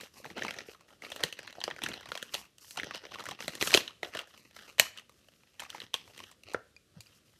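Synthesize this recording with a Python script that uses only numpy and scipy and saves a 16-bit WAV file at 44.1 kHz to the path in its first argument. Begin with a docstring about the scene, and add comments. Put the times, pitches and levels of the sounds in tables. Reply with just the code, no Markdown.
"""Tearing open a blister pack

Hands bend, peel and tear a card-and-plastic blister pack close to a phone in a small furnished room.
The plastic shell buckles with sharp cracks: volleys of random fractures ring the pack's resonances.
The card thuds as damped sines, small hard ticks ring clean modes, and clumped random clicks make
the creaks, crinkles, tearing and rubbing. Decaying noise gives the echoes; coloured noise hums faintly."""
import sys
import numpy as np
from scipy import signal
from scipy.fft import rfft, irfft, next_fast_len
from scipy.io import wavfile

SR = 44100
rng = np.random.default_rng(int(sys.argv[2]) if len(sys.argv) > 2 else 0)


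def amplitude_ratio(level_db):
    """Convert a level in decibels to the matching linear amplitude (field) ratio."""
    exponent = np.asarray(level_db, float) / 20
    return 10 ** exponent


def wav_record(signal):
    """Record a signal, one row per channel, as 16-bit PCM in the file named by sys.argv[1]."""
    frames = np.transpose(np.atleast_2d(signal))
    bounded = np.clip(frames, -1, 1)
    # unit amplitude maps onto the largest positive 16-bit level
    quanta = np.round(bounded * 32767).astype(np.int16)
    wavfile.write(sys.argv[1], SR, quanta)


N = 325899

# Timed cracks, loud and faint: t/s, shell ring peak level/dB, buckling patch f/Hz, snap peak level/dB,
# card thud peak level/dB
TIMED_CRACKS = [(.0094, -34.5, 1750, -35, -48), (0.2436, -35, 1730, -57, -58),
                (0.2528, -33.5, 850, -43, -46.5), (.26, -34.5, 2080, -43, -43.5),
                (.379, -28.5, 1550, -38, -42), (0.3921, -31.5, 1910, -48.5, -44),
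                (0.421, -20.5, 1860, -45, -37), (.4486, -24.5, 820, -36, -49),
                (0.4812, -25, 2240, -44, -42), (.5384, -37, 2400, -41, -57),
                (.5862, -26.5, 2500, -38.5, -39), (0.605, -34, 1842, -46, -48),
                (0.8082, -48.5, 1099, -49.5, -67), (1.021, -34.5, 2020, -42.5, -64.5),
                (1.048, -33, 2060, -52.5, -57), (1.064, -39, 2050, -49, -45.5),
                (1.102, -39, 3060, -38, -47), (1.1187, -29, 3270, -35, -38.5),
                (1.161, -29, 3050, -33.5, -39), (1.207, -34, 710, -40, -42), (1.231, -28, 2030, -38, -48),
                (1.236, -10, 2780, -17, -26), (1.3254, -28, 3020, -33.5, -44.5),
                (1.3893, -32, 1900, -36.5, -42), (1.43, -40, 2310, -44, -55),
                (1.472, -44.5, 3000, -43, -60), (1.5264, -39, 2840, -45, -53),
                (1.5525, -41.5, 1510, -60, -59), (1.6037, -33, 2830, -38.5, -57),
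                (1.614, -26.5, 2680, -57, -58), (1.6387, -18.5, 4618, -25, -51),
                (1.6781, -25, 820, -43.5, -27.5), (1.702, -33.5, 1596, -42, -49),
                (1.7104, -23.5, 2630, -63.5, -48), (1.7627, -36, 1610, -45, -45),
                (1.789, -34, 1450, -42, -58), (1.818, -26, 2526, -43, -46), (1.8363, -19.5, 3600, -24, -55),
                (1.8611, -21, 1700, -37, -47), (1.8868, -31.5, 2040, -27.5, -35.5),
                (1.9157, -31.5, 2880, -66.5, -44), (1.9382, -37, 1380, -38, -59),
                (2.0087, -40, 1420, -41, -49), (2.0562, -39, 2616, -55, -67), (2.0721, -41, 1430, -57, -62),
                (2.0888, -37, 1440, -41.5, -49), (2.118, -21.5, 1376, -35.5, -36),
                (2.1525, -23.5, 2770, -33.5, -36.5), (2.175, -27, 3000, -32.5, -44),
                (2.2262, -22.5, 3080, -27, -37), (2.338, -32, 2997, -30, -53),
                (2.342, -20.5, 2760, -22.5, -33), (2.3493, -20.5, 3126, -31, -37),
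                (2.5828, -44, 3070, -39.5, -67), (2.7082, -37.5, 3140, -31.5, -66),
                (2.7738, -30, 710, -52.5, -43), (2.787, -29, 3010, -51.5, -56),
                (2.7978, -22.5, 2060, -39.5, -60), (2.8326, -22.5, 1779, -35, -44),
                (2.9092, -26, 1095, -40, -45.5), (2.9464, -26.5, 4360, -37.5, -37),
                (2.9562, -37, 1530, -35.5, -47), (3.0516, -34, 2680, -47, -45),
                (3.066, -40, 2600, -54, -46), (3.118, -37, 1090, -49, -48), (3.145, -37, 3092, -44, -57),
                (3.156, -33, 1087, -54, -48), (3.194, -33.5, 1110, -40, -44),
                (3.205, -33.5, 1097, -38, -41), (3.239, -38, 1147, -37, -52),
                (3.265, -29.5, 1924, -43.5, -44), (3.2872, -27, 1100, -31, -38),
                (3.3106, -30.5, 3010, -38, -58), (3.3898, -37.5, 1190, -54, -53.5),
                (3.4797, -20.5, 1962, -20.5, -28.5), (3.5523, -32, 2630, -28.5, -41.5),
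                (3.611, -18, 3786, -31.5, -44.5), (3.625, -14.5, 1918, -17.5, -32.5),
                (3.6727, -19.5, 3250, -21, -31), (3.7174, -26, 2887, -23.5, -42.5),
                (3.7335, -16.5, 4200, -24.5, -50.5), (3.74, -4.5, 4240, -15.5, -32.5),
                (3.7456, -4, 3000, -6, -17.5), (3.7734, -10.5, 2884, -16.5, -23),
                (3.8773, -24.5, 2905, -42.5, -60), (4.0304, -21, 1882, -36.5, -29),
                (4.0465, -28.5, 2960, -45.5, -46), (4.1494, -29, 1790, -34.5, -36),
                (4.17, -28, 3996, -32.5, -56), (4.273, -50, 1680, -47, -56), (4.3761, -44, 3066, -45, -63),
                (4.564, -38, 1310, -40.5, -50.5), (4.7823, -27.5, 2950, -35.5, -46),
                (4.7897, -24, 3010, -34, -41.5), (4.797, -3, 3140, -3, -30.5),
                (4.974, -36, 2980, -39, -61.5), (4.985, -32.5, 4150, -48, -62),
                (5.0945, -49, 1160, -46, -57.5), (5.2849, -47, 3050, -50.5, -55),
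                (5.5954, -29, 3100, -38.5, -50.5), (5.6014, -30.5, 2370, -29.5, -49),
                (5.7019, -29, 2950, -32.5, -73), (5.7616, -41, 2080, -44.5, -64),
                (5.8017, -29.5, 3080, -40.5, -58), (5.8169, -31.5, 2850, -47.5, -45),
                (5.9352, -36.5, 3070, -47, -55.5), (5.9403, -15, 3230, -24.5, -43),
                (6.1908, -36, 4010, -42, -68), (6.237, -35.5, 2800, -44, -53),
                (6.435, -42.5, 3240, -46, -61), (6.545, -18, 1368, -61, -28.5),
                (7.0062, -39.5, 5080, -31.5, -82)]
# Resonances of the pack: f/Hz, bandwidth/Hz, relative level/dB
PACK_RESONANCES = [(386, 550, -18), (620, 750, -14), (1020, 820, 6), (1282, 314, -2), (1911, 300, -7),
                   (2663, 518, 3), (3020, 770, 5), (4076, 490, -3), (4950, 770, -2.5), (6040, 610, -6.5)]


def cracks():
    """Each break is a short volley of fractures: snap first, then the shell's ring, the card's thud last."""
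    rise_ms, break_ms, snap_ms = 0.29, 1.3, 0.61
    shiver_db, shiver_ms = -17, 8.2
    patch_db, patch_q = 2.5, 6.1
    spread_db, reach_oct = 3.5, 1.9
    thud_hz, thud_spread_oct = 560, 0.12
    t, ring_db, patch_hz, snap_db, thud_db = np.transpose(np.r_[TIMED_CRACKS, small_cracks()])
    hz, width_hz, mode_db = np.transpose(PACK_RESONANCES)
    size = 2048
    luck = rng.standard_normal((len(t), size + len(hz)))
    ms = np.arange(size) * 1000 / SR
    fractures = luck[:, :size] * np.abs(luck[:, :size]) * (1 - np.exp(-ms / rise_ms))
    fractures[:, 4] = 0.56   # every break opens with one firm fracture

    # after the break the torn edge goes on shivering for a moment
    shiver = amplitude_ratio(shiver_db) * np.exp(-ms / shiver_ms)
    break_fall, snap_fall = np.exp(-ms / break_ms), np.exp(-ms / snap_ms)
    volley = fractures * (break_fall + shiver)

    # the patch that buckles has a pitch of its own and drives the resonances near it hardest
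    octaves = np.log2(hz / patch_hz[:, None])
    nearness = 1 / (1 + (octaves / reach_oct) ** 2)
    # a dull break, with little snap, also leaves the resonances above its patch quiet
    dullness = np.minimum(snap_db - ring_db + 20, 0)[:, None]
    dulling_db = dullness * np.maximum(octaves, 0)
    mode_gain = amplitude_ratio(mode_db + dulling_db + spread_db * luck[:, size:])
    polarity = (-1) ** np.arange(len(hz))
    strengths = (hz > 800) * nearness * mode_gain * polarity
    body = strengths @ ringing(hz, width_hz, size)
    body = body + amplitude_ratio(patch_db) * ringing(patch_hz, patch_hz / patch_q, size)

    ring = band(signal.fftconvolve(volley, body, axes=1)[:, :size], 1100, 7000)
    snap = band(fractures * (snap_fall + shiver), 3000, 9000)
    # the highest treble is weaker and brief
    snap = snap + amplitude_ratio(-6) * band(fractures * snap_fall, 6000, 14500)
    thud = thuds(fractures * break_fall, thud_hz * 2 ** (thud_spread_oct * luck[:, 0]))
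    layers = [(thud_db, thud), (ring_db, ring), (snap_db, snap)]
    return place(t, sum(amplitude_ratio(peak_db)[:, None] * peak_one(layer) for peak_db, layer in layers))


def small_cracks():
    """Chance rows like those of the timed cracks, likelier where the hands work harder."""
    count = 180
    t, (crinkle, *_) = effort()
    share = np.cumsum(np.sqrt(crinkle))
    luck, bell = rng.random((count, 2)), rng.standard_normal((count, 3))
    start = np.interp(luck[:, 0], share / share[-1], t)
    crinkle_db = 20 * np.log10(np.interp(start, t, crinkle))
    ring_db = np.minimum(crinkle_db + 11.5, -34) + 6 * bell[:, 0]
    patch_hz = 800 * 4.0 ** luck[:, 1]
    snap_db = ring_db - 8.5 + 5 * bell[:, 1]
    thud_db = ring_db - 20.5 + 5 * bell[:, 2]
    return np.c_[start, ring_db, patch_hz, snap_db, thud_db]


def thuds(blows, hz, thud_q=2.2, low_hz=160):
    """A soft, wide push: the card's flexing shapes both the blow and its ring."""
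    size = blows.shape[1]
    flex = ringing(hz, hz / thud_q, size)
    push = signal.fftconvolve(blows, flex, axes=1)[:, :size]
    ring = signal.fftconvolve(push, flex, axes=1)[:, :size]
    return peak_one(band(ring, low_hz, 1500))


# Dull card thuds, alone or under a crack: t/s, peak level/dB, thud f/Hz
CARD_THUDS = [(0.032, -40.5, 530), (.2003, -44.5, 557), (0.2543, -51, 146), (.379, -41, 240),
              (.4796, -48.5, 175), (0.686, -37.5, 455), (1.238, -40, 173), (1.583, -35.5, 700),
              (2.8322, -40.5, 288), (3.6238, -26.5, 395), (3.7464, -15, 382), (4.156, -31, 620),
              (4.798, -23, 636), (5.739, -58, 330), (5.942, -36, 475), (6.068, -60, 101),
              (6.449, -58, 98.5), (6.545, -26, 483), (6.546, -48.5, 108.4), (6.964, -44.5, 169.6),
              (6.981, -50.5, 111.6), (7.08, -62, 100)]


def card_thuds():
    """A dull card thud, alone or under a crack: a brief noisy blow rings its damped flexing."""
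    blow_ms = 0.43
    t, peak_db, hz = np.transpose(CARD_THUDS)
    ms = np.arange(4096) * 1000 / SR
    blows = (1 + rng.standard_normal((len(t), len(ms)))) * np.exp(-ms / blow_ms)
    return place(t, amplitude_ratio(peak_db)[:, None] * thuds(blows, hz, thud_q=2.9, low_hz=71.4))


# Something small and hard ticks in the shell: t/s, peak level/dB
SHELL_TICKS = [(6.7647, -40.5), (7.0057, -39), (7.069, -47)]
# Modes struck by a tick: f/Hz, relative level/dB, T60 decay/s
TICK_RESONANCES = [(2432, -2, 0.037), (3330, -19, .012), (4800, 2.5, 0.02), (6400, -9.5, 0.011)]


def ticks():
    """Each tick strikes a few short clean modes, with chance strengths."""
    t, peak_db = np.transpose(SHELL_TICKS)
    hz, mode_db, t60 = np.transpose(TICK_RESONANCES)
    strengths = amplitude_ratio(mode_db + 2.5 * rng.standard_normal((len(t), len(hz))))
    width_hz = np.log(1000) / np.pi / t60
    sounds = peak_one(strengths @ ringing(hz, width_hz, size=4096))
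    return place(t, amplitude_ratio(peak_db)[:, None] * sounds)


# Colour of tearing and rubbing: f/Hz, relative level/dB per Hz
RUB_COLOUR = [(3000, -9.5), (4500, 0.5), (5500, 4.5), (7000, -0.5), (10000, -4.5), (13000, -1.5),
              (15500, -25.5)]


def handling():
    """Small creaks and crinkles ring in the pack; fibres part and skin rubs with a fine dense grain."""
    t, levels = effort()
    crinkle_gain, creak_gain, rub_gain = [np.interp(np.arange(N) / SR, t, level) for level in levels]
    clicks = rms_one(grains(per_s=1500, spread_db=3.5, clump_db=4.0, clump_rate=45))
    # sparse small snaps stand out of the grain and reach up into the treble as well
    snaps = rms_one(grains(per_s=200, spread_db=4.0, clump_db=3.0, clump_rate=20))
    clicks = clicks + 0.71 * snaps
    low_creak = rms_one(band(clicks, 93, 350))
    creak = rms_one(through_pack(clicks, 1, 800, spread_db=2.0) + 0.25 * low_creak)
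    crinkle = through_pack(clicks, 800, SR, spread_db=2.5)
    fibres = rms_one(grains(per_s=6000, spread_db=3.5, clump_db=1.8, clump_rate=25))
    rub = coloured(fibres + 0.27 * snaps, RUB_COLOUR)
    return creak_gain * creak + crinkle_gain * crinkle + rub_gain * rub


def through_pack(clicks, low_hz, high_hz, spread_db):
    """Clicks excite the pack's resonances within a range, with strengths that wander slowly at random."""
    out = 0
    for k, (hz, width_hz, level_db) in enumerate(PACK_RESONANCES):
        if low_hz <= hz < high_hz:
            r, w = np.exp(-np.pi * width_hz / SR), 2 * np.pi * hz / SR
            wandering = clicks * amplitude_ratio(level_db + spread_db * drift(8.3))
            ring = signal.lfilter([0, np.sin(w)], [1, -2 * r * np.cos(w), r * r], wandering)
            out = out + (-1) ** k * ring
    return rms_one(out)


# Grips and pulls: t/s, length/s, shell crinkle level/dB, bent-card creak level/dB, tearing and rubbing level/dB
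HAND_GRIPS = [(0, .05, -53, -61, -60.5), (0.142, .06, -57.5, -66.5, -62), (0.243, .06, -55.5, -53.5, -64.5),
              (.37, 0.14, -47, -44, -63), (0.566, .05, -50.5, -47, -70), (.67, 0.054, -55, -58.5, -63),
              (0.796, 0.033, -67, -65, -95.5), (0.882, 0.055, -63.5, -61, -71.5),
              (1.033, .2, -53, -52, -63.5), (1.369, 0.12, -54, -56.5, -81), (1.551, 0.11, -58, -56.5, -69),
              (1.726, 0.06, -54.5, -51.5, -73), (1.822, .14, -48.5, -50.5, -67),
              (2.015, 0.076, -57, -61.5, -77), (2.101, 0.22, -57.5, -63.5, -66),
              (2.327, .07, -52, -58.5, -54.5), (2.614, .14, -61, -71, -58.5), (2.774, .1, -48, -48.5, -71),
              (2.942, .04, -48, -57, -76), (3.025, .06, -60.5, -57.5, -75), (3.116, .21, -50.5, -51, -68),
              (3.403, .15, -50.5, -53.5, -58.5), (3.615, .08, -38, -46, -41.5),
              (3.734, .04, -33.5, -36.5, -42.5), (4.035, .05, -58.5, -49.5, -64.5),
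              (4.137, .05, -45, -48, -64.5), (4.281, .2, -64.5, -65.5, -71), (4.55, .15, -56.5, -64, -64.5),
              (4.957, .04, -59.5, -81, -74), (5.12, 0.46, -70.5, -74, -76), (5.603, .025, -50, -71, -65),
              (5.691, .14, -56.5, -59.5, -66.5), (5.959, .05, -58.5, -62.5, -69),
              (6.06, 0.047, -64.5, -64.5, -65.5), (6.145, .15, -58, -64.5, -69),
              (6.473, .06, -54, -57, -71), (6.959, 0.031, -70, -66.5, -81), (7.058, .12, -67, -79, -71),
              (7.26, 0.19, -73.5, -77, -75)]


def effort():
    """Levels of crinkle, creak and tearing each millisecond: grips rise, hold and fall; cracks settle."""
    rise_db_per_s, fall_db_per_s, settle_fall_db_per_s = 900, 282, 260
    t = np.arange(N * 1000 // SR + 2) / 1000
    start, length, *grip_db = np.transpose(HAND_GRIPS)[:, :, None]
    before, after = np.maximum(start - t, 0), np.maximum(t - start - length, 0)
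    away_db = rise_db_per_s * before + fall_db_per_s * after
    crack_t, ring_db, _, snap_db, thud_db = np.transpose(TIMED_CRACKS)[:, :, None]
    settle = (t > crack_t) * amplitude_ratio(-settle_fall_db_per_s * np.maximum(t - crack_t, 0))
    # crinkle settles from the ring (less if the snap is weak), creak from the thud, tearing from the snap
    settle_db = [np.minimum(ring_db, snap_db + 20) - 32, thud_db - 20, snap_db - 32.5]
    power = [np.sum(amplitude_ratio(held_db - away_db) ** 2, axis=0) + np.sum((amplitude_ratio(left_db) * settle) ** 2, axis=0)
             for held_db, left_db in zip(grip_db, settle_db)]
    return t, np.sqrt(power)


def grains(per_s, spread_db, clump_db, clump_rate):
    """Random clicks of very unequal size that come in clumps of loudness."""
    born = rng.random(N) < per_s / SR
    sizes = amplitude_ratio(spread_db * np.minimum(rng.exponential(1, N), 4) + clump_db * drift(clump_rate))
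    return born * sizes * rng.choice([-1, 1], N) + 1e-18


# Reverberation time of the room: f/Hz, T60 decay/s
ROOM_DECAY = [(100, .15), (500, .35), (2000, .36), (5000, .32), (11000, .19)]


def room(x):
    """Diffuse echoes: octave bands of noise that die at the rate of their band."""
    first_wall_ms = 3.7
    t = np.arange(SR // 2) / SR
    tail, edges = 0, 60 * 2.0 ** np.arange(9)
    for low, high in zip(edges, edges[1:]):
        fall = amplitude_ratio(-60 * t / at_hz(ROOM_DECAY, np.sqrt(low * high)))
        tail = tail + fall * band(rng.standard_normal(len(t)), low, high)
    # silent until the first wall answers, then fading in over as long again
    tail = tail * np.clip(t * 1000 / first_wall_ms - 1, 0, 1)
    return signal.fftconvolve(x, tail / np.sqrt(np.sum(tail ** 2)))[:N]


# Colour of the room's hum: f/Hz, relative level/dB per Hz
HUM_COLOUR = [(18, -27), (30, 2.5), (90, 7.5), (584, -2.5), (962, -22.5), (1160, -8), (2120, -12),
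              (3060, -9), (3580, -9), (12600, -19), (16000, -43.5)]


def hum():
    """The room's faint hum: coloured noise whose level wanders slowly."""
    level_db = -69.5 + 1.5 * drift(3.2)
    return amplitude_ratio(level_db) * coloured(rng.standard_normal(N), HUM_COLOUR)


def rms_one(x):
    """Scales to rms 1."""
    return x / np.sqrt(np.mean(x ** 2) + 1e-20)


def peak_one(rows):
    """Scales every row to peak 1."""
    return rows / (np.abs(rows).max(axis=1, keepdims=True) + 1e-12)


def at_hz(points, hz):
    """Reads a table on a log-frequency axis."""
    table_hz, values = np.transpose(points)
    return np.interp(np.log(hz), np.log(table_hz), values)


def coloured(x, spectrum):
    """Gives a white signal the spectrum of a table, rolled off below its first frequency; rms 1."""
    size = next_fast_len(N)
    hz = np.maximum(np.arange(size // 2 + 1) * SR / size, 1)
    edge = 1 / (1 + (spectrum[0][0] / hz) ** 4)
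    return rms_one(irfft(rfft(x, size) * amplitude_ratio(at_hz(spectrum, hz)) * edge, size)[:N])


def band(x, low_hz, high_hz):
    """Butterworth band-pass along time."""
    return signal.sosfilt(signal.butter(2, [low_hz, high_hz], "band", fs=SR, output="sos"), x)


def drift(rate_hz):
    """Slow random wander of rms 1: noise through two equal low-pass poles."""
    r = np.exp(-2 * np.pi * rate_hz / SR)
    return rms_one(signal.lfilter([1], [1, -2 * r, r * r], rng.standard_normal(N + SR))[SR:])


def ringing(hz, width_hz, size):
    """Dying sines, one a row; a wider resonance dies sooner."""
    t = np.arange(size) / SR
    return np.exp(-np.pi * np.outer(width_hz, t)) * np.sin(2 * np.pi * np.outer(hz, t))


def place(starts, sounds):
    """Adds each sound at its time in seconds."""
    out = np.zeros(N + sounds.shape[1])
    for at, sound in zip((starts * SR).astype(int), sounds):
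        out[at:at + len(sound)] += sound
    return out[:N]


def scene():
    """The pack with its echoes over the hum."""
    pack = cracks() + card_thuds() + ticks() + handling()
    echoes = amplitude_ratio(-20) * room(pack)
    return (pack + echoes + hum())[None]


def band_limit(x):
    """A steep low-pass at the top of the band."""
    return signal.sosfilt(signal.butter(12, 16510, fs=SR, output="sos"), x)


def record(dry):
    """The phone cuts the top and the deep bass."""
    top_cut = signal.cheby2(8, 40, 16400, fs=SR, output="sos")
    bass_cut = signal.butter(4, 56, "high", fs=SR, output="sos")
    mix = signal.sosfilt(bass_cut, signal.sosfilt(top_cut, dry))
    return band_limit(mix)


dry = scene()
out = record(dry)
wav_record(out)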